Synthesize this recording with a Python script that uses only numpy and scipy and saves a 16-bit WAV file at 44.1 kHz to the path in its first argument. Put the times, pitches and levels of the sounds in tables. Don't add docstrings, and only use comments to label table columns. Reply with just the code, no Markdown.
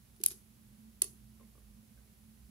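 import sys
import numpy as np
from scipy import signal
from scipy.fft import rfft, irfft
from scipy.io import wavfile
from scipy.ndimage import uniform_filter1d

SR = 44100
rng = np.random.default_rng(int(sys.argv[2]) if len(sys.argv) > 2 else 0)


def output_pcm(signal):
    pcm = np.clip(np.atleast_2d(signal).T, -1, 1) * 32767
    wavfile.write(sys.argv[1], SR, np.round(pcm).astype(np.int16))


N = 110250


def amp(db):
    return 10 ** (np.asarray(db) / 20)


def unit(x):
    return x / np.sqrt(np.mean(x ** 2) + 1e-20)


def unit_energy(x):
    return x / np.linalg.norm(x, axis=1, keepdims=True)


def read(points, hz):
    f, value = np.transpose(points)
    return np.interp(np.log(hz + 1), np.log(f + 1), value)


def pan(db):
    return unit(amp(np.array([[db / 2], [-db / 2]])))


def add(mix, s, sound):
    part = mix[:, max(round(s * SR), 0):][:, :sound.shape[1]]
    part += sound[:, :part.shape[1]]


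def bins(x):
    return np.fft.rfftfreq(x.shape[-1], 1 / SR)


def colour(x, points):
    size = x.shape[-1]
    hz = abs(np.fft.fftfreq(size, 1 / SR))
    log_gain = np.log(amp(read(points, hz)))
    response = np.exp(np.conj(signal.hilbert(log_gain)))[:size // 2 + 1]
    return irfft(rfft(x) * response, size)


def alike(x, points):
    left, right = rfft(x)
    likeness = np.clip(read(points, bins(x)), 0, 1)
    blend = likeness * left + np.sqrt(1 - likeness ** 2) * right
    return irfft(np.array([left, blend]), x.shape[-1])


# (frequency [Hz], likeness [0-1])
CLICK_LIKENESS = [(300, 0.92), (1200, .7), (3000, .1), (15000, 0.022)]


def burst(t, decay_s):
    fade = np.exp(-t / decay_s)
    x = alike(rng.standard_normal((2, len(t))) * fade, CLICK_LIKENESS)
    for _ in range(3):
        flat = irfft(np.exp(1j * np.angle(rfft(x))), len(t))
        x = flat * np.minimum(10 * fade, 1)
    return unit_energy(x)


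HUM_WAVER = 0.99


def hum(hz, width, swings):
    f = np.fft.fftfreq(N, 1 / SR)
    resonance = 1 + (2 * (f - hz) / width) ** 2
    z = np.fft.ifft(np.exp(2j * np.pi * rng.random(N)) / resonance)
    power = abs(z) ** 2
    steady = z.real / np.sqrt(power + 0.31 * np.mean(power))
    swing_db = np.interp(np.arange(N) / SR, *np.transpose(swings))
    return unit(steady * amp(HUM_WAVER * swing_db))


# (frequency [Hz], level [dB], width [Hz])
HUM_TONES = [(57.9, -65, 7), (123.9, -71, 3.6), (217.3, -64, 16)]
# (time [s], relative level [dB])
DEEP_HUM_SWINGS = [(0.0, -66.5), (0.24, -69.5), (0.28, -58), (0.47, -79.5), (0.69, -63.5), (0.8, -78.5),
                   (1.2, -59.5), (1.36, -69.5), (1.73, -58.5), (1.91, -81.5), (1.98, -61.5), (2.33, -74.5),
                   (2.46, -57), (2.5, -67)]
# (time [s], relative level [dB])
UPPER_HUM_SWINGS = [(0.0, -69), (0.05, -75), (0.31, -67), (0.4, -72.5), (0.89, -58), (0.93, -71),
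                    (1.45, -61.5), (1.61, -78.5), (1.71, -61.5), (1.76, -72), (1.79, -58), (1.89, -73.5),
                    (1.92, -58.5), (1.95, -68), (2.23, -70.5), (2.26, -61), (2.47, -73), (2.5, -58.5)]
# (frequency [Hz], relative density [dB per Hz])
RUMBLE_COLOUR = [(20, -67), (35, -51), (50, -5), (75, -4.5), (100, -0.5), (135, -6), (160, -10.5),
                 (190, -1.5), (240, -11), (290, -16.5), (400, -19), (520, -24.5), (1000, -29.5),
                 (2000, -35), (8000, -62)]
# (frequency [Hz], relative density [dB per Hz])
HISS_COLOUR = [(100, 4), (1000, 0.5), (3000, 0.5), (6000, 0), (9000, 0), (10500, 5.5), (11700, 5.5),
               (12600, 0), (15600, 1.5), (16200, -29.5)]
# (frequency [Hz], likeness [0-1])
FLOOR_LIKENESS = [(50, 1), (250, 0.83), (500, 0), (1500, 0), (5000, .2), (15000, .1)]
RUMBLE_DB, HISS_DB = -65, -68
LOW_BALANCE_DB = -5
LOW_LAG_S = .00038


def background():
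    rumble, hiss = (unit(colour(alike(rng.standard_normal((2, N)), FLOOR_LIKENESS), shape))
                    for shape in (RUMBLE_COLOUR, HISS_COLOUR))
    low = amp(RUMBLE_DB) * rumble
    no_swing = [(0, 0)]
    for (hz, db, width), swings in zip(HUM_TONES, (DEEP_HUM_SWINGS, no_swing, UPPER_HUM_SWINGS)):
        low = low + amp(db) * hum(hz, width, swings)
    lag = np.array([[LOW_LAG_S], [0]])
    low = irfft(rfft(low) * np.exp(-2j * np.pi * bins(low) * lag), N)
    return low * pan(LOW_BALANCE_DB) + amp(HISS_DB) * hiss * pan(db=-2.5)


# (time [s], relative level [dB], decay of the scatter [s])
RATTLES = [(0.163, -48, 0.0025), (0.2023, -47.5, 0.003), (0.213, -38, 0.0036), (0.305, -27.5, 0.0059),
           (0.3132, -28, 0.0046), (0.3185, -34, 0.0066)]
# (frequency [Hz], gain [dB])
RATTLE_COLOUR = [(200, -18), (1000, -11), (2200, -4), (4000, 1.5), (6300, 2.5), (8500, -2), (11200, 12.5),
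                 (12500, 0), (14000, -12), (16500, -25)]
RATTLE_GRAIN_DB = 3


def rattles():
    out, t = np.zeros((2, N)), np.arange(2048) / SR
    for s, db, decay_s in RATTLES:
        unevenness = unit(uniform_filter1d(rng.standard_normal(len(t)), size=24))
        tick = burst(t, decay_s) * amp(RATTLE_GRAIN_DB * unevenness)
        add(out, s, 2 * amp(db) * colour(tick / np.linalg.norm(tick[0]), RATTLE_COLOUR))
    return out


# (frequency [Hz], gain [dB])
ROOM_COLOUR = [(200, 4), (700, 12), (1200, 3.5), (2500, 6), (4500, 7.5), (7000, 3.5), (9000, 0.5),
               (10500, 3.5), (12000, 1), (13200, -3), (16000, -11)]
# (frequency [Hz], time to fall 60 dB [s])
ROOM_T60 = [(200, 0.38), (1000, .21), (4000, 0.18), (10000, 0.33), (16000, 0.22)]
ROOM_DB, ROOM_RISE_S = -15, .004
ROOM_PATCHY_DB = 1.5


def room(x):
    t = np.arange(16384) / SR
    noise = alike(rng.standard_normal((2, len(t))), CLICK_LIKENESS)
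    hz, when, z = signal.stft(noise, SR, nperseg=128)
    fade = amp(-60 * when / read(ROOM_T60, hz)[:, None])
    patches = uniform_filter1d(rng.standard_normal(fade.shape), size=3, axis=0)
    patches = uniform_filter1d(patches, size=2, axis=1)
    z = z * fade * amp(ROOM_PATCHY_DB * unit(patches))
    tail = signal.istft(z, SR, nperseg=128)[1][:, :len(t)]
    tail = tail * (1 - np.exp(-t / ROOM_RISE_S))
    tail = amp(ROOM_DB) * unit_energy(tail)
    return signal.fftconvolve(x, colour(tail, ROOM_COLOUR), axes=1)[:, :N]


# (delay [s], level before the colour [dB])
ECHOES = [(.0105, -30.5), (0.016, -32.5), (0.0215, -22)]
# (frequency [Hz], gain [dB])
ECHO_COLOUR = [(200, 19), (6000, -3), (11000, 5.5), (13000, -19), (16000, -6.5)]
ECHO_SMEAR_S = .0016


def echoes(x):
    paths, t = np.zeros((2, 2048)), np.arange(512) / SR
    for delay, db in ECHOES:
        add(paths, delay, amp(db) * burst(t, ECHO_SMEAR_S))
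    return signal.fftconvolve(x, colour(paths, ECHO_COLOUR), axes=1)[:, :N]


def ring(t, modes):
    return sum(amp(db - 60 * t / t60) * np.sin(2 * np.pi * hz * t) for hz, db, t60 in modes)


# (time [s], relative level [dB], high modes against the low ones [dB])
KNOCKS = [(.201, -41.5, -28), (0.24, -58.5, 7), (.262, -53, 1.5), (0.31, -46, -23), (1.0175, -37, -0.5)]
# (frequency [Hz], relative level [dB], time to fall 60 dB [s])
FRAME_LOW = [(340.6, -6.5, 0.082), (370.5, 5, 0.065), (391.8, -3, 0.073)]
# (frequency [Hz], relative level [dB], time to fall 60 dB [s])
FRAME_HIGH = [(607, -20.5, .05), (1065, -6.5, 0.01824), (1140, -1, .028), (1370, -7.5, 0.027),
              (2150, -5.5, 0.034), (2630, 4, 0.02125), (2800, -3.5, .018), (3890, 5.5, 0.018),
              (4400, 6, 0.021), (6040, 0.5, .01)]
FRAME_RISE_S, FRAME_HIGH_RISE_S = 0.0061, 0.0018
FRAME_LAG_S = 0.00021


def frame():
    out, t = np.zeros((2, N)), np.arange(8192) / SR
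    late = np.maximum(t - np.array([[FRAME_LAG_S], [0]]), 0)
    low = ring(t, FRAME_LOW) * (1 - np.exp(-t / FRAME_RISE_S)) ** 2
    high = ring(late, FRAME_HIGH) * (1 - np.exp(-late / FRAME_HIGH_RISE_S))
    for s, db, high_db in KNOCKS:
        add(out, s, amp(db) * (pan(db=-3.5) * low + amp(high_db) * pan(db=-0.5) * high))
    return out


BOUNCE_S, BOUNCE_DB = .00125, -1.5


def contact_train(last_db):
    return [(k * BOUNCE_S, db) for k, db in enumerate((0, BOUNCE_DB, last_db))]


# (pitch ratio, relative level [dB])
BEAD_MODES = [(0.77, -6), (0.952, 4.5), (1, 2.5), (1.069, -7.5), (1.15, -29)]
RING_S, RING_RISE_S = .0009, .00015


def bead_ring(t, hz):
    phases = rng.uniform(0, 2 * np.pi, (len(BEAD_MODES), 2, 1))
    modes = sum(amp(db) * np.sin(2 * np.pi * hz * ratio * t + phase)
                for (ratio, db), phase in zip(BEAD_MODES, phases))
    return modes * np.exp(-t / RING_S) * (1 - np.exp(-t / RING_RISE_S))


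# (time [s], relative level [dB], ring pitch [Hz], ring against the crack [dB],
# ring left against right [dB], last contact against the first [dB])
STRIKES = [(0.2365, -7, 10980, -13.5, 6.5, 0.5), (0.2615, -5.5, 11380, 2, 3.5, -16),
           (1.019, -5.5, 10510, -1, -2.5, -1)]
# (frequency [Hz], gain [dB])
CRACK_COLOUR = [(100, -32.5), (750, -25.5), (1100, -29), (1700, -24), (2800, -12), (4100, -11.5),
                (5200, -7.5), (5800, -10.5), (6500, -3.5), (7200, -8.5), (8300, -2.5), (9200, -7),
                (11200, -4.5), (13000, 0), (15300, -6.5), (16500, -17)]
# (frequency [Hz], left against right [dB])
CRACK_SIDE = [(1000, 1), (2500, 1.5), (5000, -0.5), (10300, -8), (12500, 0.5), (15000, 2.5)]
CRACK_S = .0009


def beads():
    cracks, rings, t = np.zeros((2, N)), np.zeros((2, N)), np.arange(1024) / SR
    for s, db, hz, ring_db, side_db, last_db in STRIKES:
        crack, tone = np.zeros((2, 2, len(t)))
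        for delay, contact_db in contact_train(last_db):
            add(tone, delay, amp(contact_db) * bead_ring(t, hz))
            add(crack, delay, amp(contact_db) * burst(t, CRACK_S))
        side = amp(read(CRACK_SIDE, bins(crack)) * np.array([[.5], [-.5]]))
        panned_crack = irfft(rfft(crack) * side)
        add(cracks, s, 2 * amp(db) * colour(panned_crack, CRACK_COLOUR))
        matched_ring = unit_energy(tone) * np.linalg.norm(crack[0])
        add(rings, s, 2 * amp(db + ring_db) * pan(side_db) * matched_ring)
    return cracks, rings


# (time [s], peak level of the puff [dB], main pitch [Hz])
TAPS = [(1.397, -59.5, 1148), (1.409, -57.5, 1056), (1.432, -66, 2150), (1.553, -62.5, 1170),
        (1.579, -61.5, 1140), (1.975, -64.5, 1560), (1.987, -68.5, 1514), (2.079, -67.5, 2200)]
# (frequency [Hz], gain [dB])
TAP_BODY = [(150, -14), (430, 13), (600, 5.5), (850, -8), (1400, -12.5), (2500, -8.5), (6000, -27),
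            (16000, -43)]
TAP_S, TAP_RING_DB = 0.0065, -3.5


def taps():
    out, t = np.zeros((2, N)), np.arange(4096) / SR
    for s, db, hz in TAPS:
        puff = colour(burst(t, TAP_S), TAP_BODY)
        tone = amp(TAP_RING_DB) * np.exp(-t / TAP_S) * np.sin(2 * np.pi * hz * t)
        add(out, s, amp(db) * (puff / abs(puff).max() + tone))
    return out


RING_ROOM_DB = -9.5


def scene():
    cracks, rings = beads()
    body = cracks + rattles() + frame() + taps()
    direct = body + rings
    tail = room(body + amp(RING_ROOM_DB) * rings)
    return direct + echoes(direct) + tail + background()


EDGE_HZ = 16700


def record(dry):
    low_pass = signal.firwin(255, EDGE_HZ, window=("kaiser", 9), fs=SR)
    return signal.oaconvolve(dry, low_pass[None], "same")


dry = scene()
out = record(dry)
output_pcm(out)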